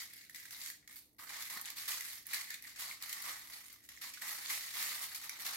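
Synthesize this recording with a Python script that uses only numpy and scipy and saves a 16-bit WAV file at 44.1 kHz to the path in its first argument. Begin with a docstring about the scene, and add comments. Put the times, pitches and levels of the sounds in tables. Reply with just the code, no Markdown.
"""Wrapping a parcel in foil.

Two hands fold, crimp and press aluminium foil round a parcel on a kitchen counter. Each push makes
creases buckle in a shower of tiny clicks, with louder snaps as large creases flip. These impulses
excite flat panels, which ring near 2 kHz, and the hollow parcel, which crunches.
A small hard room reverberates, over low noise and the faint hum of an appliance."""
import sys
import numpy as np
from scipy import signal
from scipy.fft import rfft, irfft, next_fast_len
from scipy.io import wavfile

SR = 44100
rng = np.random.default_rng(int(sys.argv[2]) if len(sys.argv) > 2 else 0)


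def dump(signal):
    """Clip the signal to [-1, 1] and save it as 16-bit WAV at the path in sys.argv[1]."""
    limited = np.clip(np.atleast_2d(signal).T, -1, 1)
    pcm = np.round(limited * 32767).astype(np.int16)
    wavfile.write(sys.argv[1], SR, pcm)


N = 245195
TIME = np.arange(N) / SR
BAND_LIMIT_HZ = 15950

# Levels in all tables are relative: later gains set the loudness.
# Pushes of the fingers. Each row: start, tightening time and easing time in seconds, crackle level
# in dB, then panel ring, hollow crunch and brightness in dB against the crackle.
PUSHES = [(0.0, 0.00033, 0.04, -45.5, -4, -17, -2.5), (0.079, 0.087, 0.088, -55.5, -4, -31, -2.5),
          (0.295, 0.021, 0.029, -60, -13, -26.5, -1), (0.339, 0.017, 0.15, -53, -3.5, -24, -1.5),
          (0.501, 0.023, 0.1, -49.5, -7, -16, 0), (0.585, 0.096, 0.019, -46.5, -9, -21, -1.5),
          (0.811, 0.0085, 0.022, -74, 17.5, -7, -14), (0.874, 0.046, 0.029, -55.5, -4.5, -19, -2),
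          (0.954, 0.0054, 0.0018, -45, -20, -26, 5.5), (1.181, 0.018, 0.13, -52, -7.5, -7, -1.5),
          (1.269, 0.096, 0.062, -47, -3.5, -7.5, -5.5), (1.389, 0.014, 0.11, -47, -5.5, -16.5, -1),
          (1.489, 0.017, 0.08, -44.5, -6.5, -10.5, -0.5), (1.564, 0.0092, 0.0074, -47.5, -1, -1, -11),
          (1.633, 0.045, 0.037, -49.5, -2.5, -11.5, -6), (1.757, 0.017, 0.12, -44.5, -9, -18, -1.5),
          (1.875, 0.0081, 0.093, -39, -10, -14, -2), (1.991, 0.071, 0.12, -46, -8, -19, 0),
          (2.25, 0.023, 0.022, -55, -3, -18, -1), (2.279, 0.051, 0.037, -46, -11, -12.5, -6),
          (2.325, 0.013, 0.03, -39.5, -2, -17, -5), (2.373, 0.035, 0.037, -46, -5, -14.5, -2),
          (2.464, 0.059, 0.032, -50, 1.5, -19, -3), (2.614, 0.069, 0.041, -52, -4, -17, -3.5),
          (2.745, 0.048, 0.027, -51, -5, -13, -6), (2.784, 0.017, 0.13, -44, -9, -12, -3.5),
          (2.998, 0.041, 0.064, -48, -5.5, -12.5, -6), (3.08, 0.036, 0.23, -47.5, -4.5, -12.5, -2),
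          (3.225, 0.066, 0.043, -44, -4.5, -7.5, -3.5), (3.35, 0.012, 0.38, -53.5, -5, -13, -1.5),
          (3.495, 0.034, 0.055, -50, -7, -10.5, -1.5), (3.629, 0.062, 0.037, -59.5, -9, -27.5, -4),
          (3.75, 0.071, 0.04, -70, -3, -23, 1), (3.825, .02, 0.022, -59.5, -9.5, -30.5, 2),
          (3.886, 0.0052, 0.15, -57, -6, -14.5, -5), (4.007, 0.017, 0.069, -45.5, -7, -12.5, -2.5),
          (4.13, 0.008, 0.15, -53.5, -5.5, -21, -6), (4.207, 0.016, 0.071, -45, -4, -9.5, -1.5),
          (4.255, 0.036, 0.12, -43, -6.5, -12, -1.5), (4.399, 0.11, 0.036, -45.5, -5.5, -15, -4.5),
          (4.478, 0.028, 0.08, -38.5, -9, -14.5, -1.5), (4.6, .02, 0.35, -46.5, -7.5, -17, -3),
          (4.729, 0.082, 0.18, -40, -7, -13.5, -2), (4.999, 0.036, 0.02, -41, -12, -14.5, -0.5),
          (5.07, 0.053, 0.057, -50.5, -2, -9.5, -2), (5.141, 0.011, 0.016, -42.5, -19, -16.5, -3),
          (5.196, 0.052, 0.022, -47, -8.5, -10.5, -1.5), (5.29, 0.05, 0.13, -52.5, -5, -10, -6),
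          (5.387, 0.017, 0.073, -46.5, -6.5, -9.5, 0), (5.445, 0.011, 0.082, -42, -9, -10, -5.5),
          (5.515, 0.072, 0.023, -43.5, -10, -10, -1)]
# Creases settling faintly throughout. One row: crackle, ring, crunch and brightness in dB, as above.
SETTLING = (-80.5, -5, -29, 13)
# Large creases giving way. Each row: start in seconds, crack level in dB, ring level in dB, pitch in Hz.
CREASE_SNAPS = [(0.296, -39.5, -56, 1880), (0.3466, -36, -50, 1930), (0.3582, -33, -58, 1900),
                (0.4538, -39, -55, 1900), (0.5076, -36.5, -61, 1840), (0.6605, -30, -56, 1950),
                (0.7004, -31, -48, 1804), (0.876, -39.5, -61.5, 1980), (1.191, -46, -60, 1760),
                (1.4222, -29.5, -65, 1880), (1.461, -36, -50, 1990), (1.5715, -33, -50, 1960),
                (1.656, -30.5, -65, 1960), (1.7018, -28, -57, 2310), (1.8795, -25.5, -46.5, 1920),
                (1.9176, -23.5, -48, 2000), (2.0076, -29, -48, 2000), (2.3348, -26.5, -40.5, 1994),
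                (2.3426, -23, -60, 1890), (2.504, -28, -44, 1810), (2.5417, -30, -57, 2320),
                (2.651, -58, -52, 2030), (2.807, -29.5, -66, 2150), (2.9102, -38, -46, 2185),
                (3.0238, -29.5, -72, 2040), (3.0935, -31, -59, 2020), (3.1276, -25.5, -66, 1930),
                (3.8893, -37, -61, 2000), (3.9746, -46, -55, 1990), (4.0183, -42, -54, 1860),
                (4.1375, -34.5, -56, 2360), (4.1736, -51, -54, 1650), (4.2196, -34, -48.5, 1870),
                (4.289, -42, -51, 1830), (4.501, -36, -46, 2020), (4.8266, -25.5, -67, 1860),
                (5.04, -31, -53, 2110), (5.1466, -31.5, -58, 2180), (5.294, -26, -51, 2200),
                (5.4526, -32, -62, 1650), (5.464, -25.5, -55.5, 1970)]
# Free edges flicking. Each row: start in seconds, level in dB, band centre in Hz.
EDGE_FLICKS = [(0.136, -40.5, 11900), (0.616, -33.5, 4600), (0.9287, -44, 12000), (1.613, -29, 12300),
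               (2.2675, -31, 13000), (2.6237, -37, 11500), (3.2185, -34, 12000), (3.224, -32, 12500),
               (3.3954, -40.5, 12500), (3.728, -39, 12800), (4.46, -31, 4070)]
# Spectrum of a buckling crease. Each row: frequency in Hz, gain in dB.
CREASE_SPECTRUM = [(300, -35), (1000, -18), (1900, -3), (2900, -3), (4000, 0.5), (5800, -1.04), (7500, -1),
                   (10000, -3.5), (12200, 3), (15500, -4.5)]
# Spectrum of the squeezed parcel. Each row: frequency in Hz, gain in dB.
PARCEL_SPECTRUM = [(60, -34.5), (250, -10), (420, -14.5), (600, -7.5), (850, -0.5), (1200, 3.5), (1500, -2),
                   (2200, -8.5), (5000, -71)]
# Reverberation of the kitchen. Each row: frequency in Hz, time to decay by 60 dB in seconds.
ROOM_T60 = [(300, 0.29), (1600, 0.28), (2100, 0.26), (2900, 0.37), (4000, 0.38), (9000, 0.29),
            (16000, 0.22)]
# Background noise of the room. Each row: frequency in Hz, spectral density in dB.
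NOISE_SPECTRUM = [(25, -13), (55, 9), (110, 5), (250, 5), (400, -1.5), (700, -6), (1500, -21), (4000, -67),
                  (16000, -20.5)]
# Partials of the appliance hum. Each row: frequency in Hz, level in dB.
HUM_PARTIALS = [(104.6, -89.5), (199.2, -97), (258.4, -95), (298.6, -89)]
# Unequal colour of two microphones. Each row: frequency in Hz, gain of left over right in dB.
STEREO_BALANCE = [(200, 10), (500, -0.5), (1200, -3.5), (2500, -3), (5000, 2), (9000, -1), (14000, -3.5)]
# Stereo width, narrower in the bass. Each row: frequency in Hz, gain of the side signal in dB.
STEREO_WIDTH = [(100, -5.5), (500, -7.5), (1000, -3), (2000, 0), (16000, 0)]


def crinkle(crackle_db=-3, ring_db=-6, crunch_db=-4, facet_t60=0.012, hollow_t60=0.015, facets=100):
    """Impulse excitation: each buckle drives one of many facets, a panel and the hollow parcel."""
    effort_db, panel_db, press_db, bright_db = hands()
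    clicks = buckles(effort_db) * from_db(effort_db)
    facet = rng.integers(0, facets, N)
    panel_drive = clicks * from_db(panel_db + ring_db)
    parcel_drive = clicks * from_db(press_db + crunch_db)
    ticks = [crack(facet_t60 * rng.uniform(.5, 2), uneven_db=5.8, tick=.3) for _ in range(facets)]
    tones = [panel(hz=2004, scatter=0.0866, t60=0.025) for _ in range(facets)]
    knocks = [crack(hollow_t60, uneven_db=7.5, tick=0.43) for _ in range(facets)]
    crackle, ring, crunch = np.zeros((3, 2, N))
    for i in np.flatnonzero(clicks):
        add(crackle, TIME[i], clicks[i] * ticks[facet[i]])
        add(ring, TIME[i], panel_drive[i] * tones[facet[i]])
        add(crunch, TIME[i], parcel_drive[i] * knocks[facet[i]])
    crackle = from_db(crackle_db) * grip(colour(crackle, CREASE_SPECTRUM), bright_db)
    return crackle + ring + colour(crunch, PARCEL_SPECTRUM)


def hands():
    """Incoherent addition: pushes sum in power, which weights their ring, crunch and brightness."""
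    strength = np.array([push(*row[:3]) for row in PUSHES] + [np.ones(N)])
    level_db, *character_db = np.transpose([row[3:] for row in PUSHES] + [SETTLING])
    power = (from_db(level_db)[:, None] * strength) ** 2
    total = power.sum(0)
    return 10 * np.log10(total), *(np.array(character_db) @ power / total)


def push(start, tighten_s, ease_s, touch_db=-4.5, eased_db=-6, release_db_per_s=259):
    """Loading and unloading: the fingers land, tighten to a peak, ease, and leave in exponential decay."""
    t, end = TIME - start, tighten_s + ease_s
    landing = np.clip(t / (0.22 * tighten_s), 0, 1)
    shape_db = np.interp(t, [0, tighten_s, end], [touch_db, 0, eased_db])
    return landing * from_db(shape_db - release_db_per_s * np.clip(t - end, 0, 1))


def buckles(effort_db, base_per_s=1500, spread_db=4.0, growth=.65, share_s=0.054, clump_db=2, clump_s=.009):
    """Buckling as a random process: effort raises the rate, and big clicks use up the nearby strain."""
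    rate = base_per_s * from_db(growth * (effort_db - np.max(effort_db) + 10.5))
    occurs = rng.random(N) < rate / SR
    clicks = occurs * from_db(spread_db * np.minimum(rng.exponential(1, N), 3.3))
    knots = np.arange(0, TIME[-1] + clump_s, clump_s)
    clicks *= from_db(clump_db * wander(TIME, knots))  # loud clicks come in clumps
    window = np.hanning(2 * int(share_s * SR / 2) + 1)
    local_power = signal.fftconvolve(clicks ** 2, window / window.sum(), "same")
    return clicks * rng.choice([-1, 1], N) / np.sqrt(abs(local_power) + 0.0019)


def crack(t60, uneven_db, tick, rise_s=0.0001, echo=0.82, echoes=5, size=1280):
    """Interference: a tick and an unevenly radiated flutter meet their echoes off foil and counter."""
    t, hz = np.arange(size) / SR, np.fft.rfftfreq(size, 1 / SR)
    burst = unit(rng.standard_normal((2, size)) * envelope(t, rise_s, t60))
    burst[[0, 1], [rng.integers(1, 6), 2]] += tick  # arrives at nearly the same time on both sides
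    radiation = from_db(uneven_db * wander(hz, np.geomspace(1000, BAND_LIMIT_HZ, 14)))
    delays_s = rng.uniform(0.000518, .008, (2, echoes, 1))
    comb = 1 + echo * np.exp(-2j * np.pi * hz * delays_s).sum(1) / np.sqrt(echoes)
    return unit(irfft(rfft(burst) * radiation * comb))


def panel(hz, scatter, t60, rise_s=0.00059, modes=6, size=3072):
    """Modal vibration: a flat panel rings in a few close, damped modes that shift with every fold."""
    t = np.arange(size) / SR
    mode_hz = hz * np.exp(scatter * rng.standard_normal((modes, 1, 1)))
    phase = 2 * np.pi * rng.random((modes, 1, 1)) + rng.standard_normal((modes, 2, 1))
    return unit(np.sin(2 * np.pi * mode_hz * t + phase).sum(0) * envelope(t, rise_s, t60))


def grip(x, bright_db, pivot_hz=8000):
    """Spectral tilt: tight crimping is brighter than smoothing flat."""
    treble = equalise(x, lambda hz: hz ** 6 / (hz ** 6 + pivot_hz ** 6))
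    return treble * from_db(bright_db / 2) + (x - treble) * from_db(-bright_db / 2)


def snaps(crack_db=9, ring_db=23, cutoff_hz=1100):
    """Snap-through: a large crease flips over with a crack and sets its panel ringing."""
    cracks, rings = np.zeros((2, 2, N))
    for start, level_db, panel_db, hz in CREASE_SNAPS:
        flip = crack(t60=.018, uneven_db=2.5, tick=.05, rise_s=.0008, echo=.35)
        add(cracks, start, from_db(level_db + crack_db) * flip)
        add(rings, start, from_db(panel_db + ring_db) * panel(hz, scatter=.06, t60=.022))
    # a small panel radiates little bass
    highpass = signal.butter(2, cutoff_hz, "high", fs=SR, output="sos")
    return colour(cracks, CREASE_SPECTRUM) + signal.sosfilt(highpass, rings)


def flicks(gain_db=8.5):
    """Band-limited transients: a free edge flicks with a thin, dry tick."""
    out = np.zeros((2, N))
    for start, level_db, hz in EDGE_FLICKS:
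        flick = crack(t60=.009, uneven_db=2, tick=.1, echo=.25)
        band = signal.butter(1, [.85 * hz, 1.15 * hz], "band", fs=SR, output="sos")
        add(out, start, from_db(level_db + gain_db) * unit(signal.sosfilt(band, flick)))
    return out


def kitchen(x, tail_db=-4.5, rise_s=0.0016, turn_hz=1.3, tails=6):
    """Reverberation: reflections form a short bright tail whose pattern shifts as the hands move."""
    out = x.copy()
    for k in range(tails):
        hz, t, spectra = signal.stft(rng.standard_normal((2, SR // 3)), SR, nperseg=256)
        decay = from_db(-60 * t / at_hz(ROOM_T60, hz)[:, None])
        tail = signal.istft(spectra * decay, SR)[1]
        tail *= 1 - np.exp(-(np.arange(tail.shape[1]) / SR / rise_s) ** 2)
        # the tails take turns in pairs, so that their shares of the power sum to one
        share = np.sqrt(2 / tails) * np.cos(2 * np.pi * turn_hz * (1 + k // 2) * TIME + k * np.pi / 2)
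        out += from_db(tail_db) * convolve(x * share, unit(tail))
    return out / np.hypot(1, from_db(tail_db))


def background(noise_db=-79, waver_hz=1.37):
    """Noise floor: low room noise lies under an appliance hum whose partials waver in frequency."""
    out = from_db(noise_db) * colour(rng.standard_normal((2, N)), NOISE_SPECTRUM, size=8192)
    for hz, level_db in HUM_PARTIALS:
        drift_hz = waver_hz * wander(TIME, np.linspace(0, TIME[-1], 30))
        phase = 2 * np.pi * np.cumsum(hz + drift_hz) / SR
        out += from_db(level_db) * np.sqrt(2) * np.sin(phase)
    return out


def from_db(db):
    """The decibel scale: 20 dB is a factor of ten in amplitude."""
    return 10 ** (np.asarray(db) / 20)


def unit(x):
    """Normalisation: the mean energy per channel becomes one."""
    return x / np.sqrt(np.mean(np.sum(x ** 2, -1)) + 1e-20)


def envelope(t, rise_s, t60):
    """Damping: after a quick rise, a vibration loses 60 dB every t60 seconds."""
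    return from_db(-60 * t / t60) * (1 - np.exp(-t / rise_s))


def wander(axis, knots):
    """Correlated fluctuation: straight lines join Gaussian values at the knots."""
    return np.interp(axis, knots, rng.standard_normal(len(knots)))


def at_hz(points, hz):
    """Interpolation: a table is read on a log-frequency axis."""
    known_hz, value = np.transpose(points)
    return np.interp(np.log(hz + 1), np.log(known_hz + 1), value)


def add(mix, start_s, sound):
    """Superposition: a sound adds to the mix from its start time."""
    part = mix[:, max(round(start_s * SR), 0):][:, :sound.shape[1]]
    part += sound[:, :part.shape[1]]


def convolve(x, response):
    """Convolution: every sample sets off a scaled copy of the impulse response."""
    return signal.oaconvolve(np.atleast_2d(x), np.atleast_2d(response), axes=1)[:, :N]


def colour(x, points, size=2048):
    """Minimum-phase filtering: a causal response shapes the spectrum; white noise keeps its power."""
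    log_gain = np.log(from_db(at_hz(points, abs(np.fft.fftfreq(size, 1 / SR)))))
    spectrum = np.exp(np.conj(signal.hilbert(log_gain)))
    return convolve(x, unit(np.fft.ifft(spectrum).real[:size // 2]))


def equalise(x, gain):
    """Zero-phase filtering: each frequency is scaled by gain(hz)."""
    size = next_fast_len(N + 4096)
    return irfft(rfft(x, size) * gain(np.fft.rfftfreq(size, 1 / SR)), size)[..., :N]


def scene():
    """Stereo pickup: two close microphones hear the foil in the kitchen, its low sounds more alike."""
    foil = kitchen(crinkle() + snaps() + flicks())
    foil = equalise(foil, lambda hz: from_db(np.outer([.5, -.5], at_hz(STEREO_BALANCE, hz))))
    left, right = foil + background()
    mid = (left + right) / 2
    side = equalise((left - right) / 2, lambda hz: from_db(at_hz(STEREO_WIDTH, hz)))
    return from_db(4.5) * np.array([mid + side, mid - side])


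def record(dry):
    """Band limiting: a steep low-pass filter removes the highest treble."""
    lowpass = signal.firwin(601, BAND_LIMIT_HZ, window=("kaiser", 8), fs=SR)
    return signal.oaconvolve(dry, lowpass[None], "same", axes=1)


dry = scene()
out = record(dry)
dump(out)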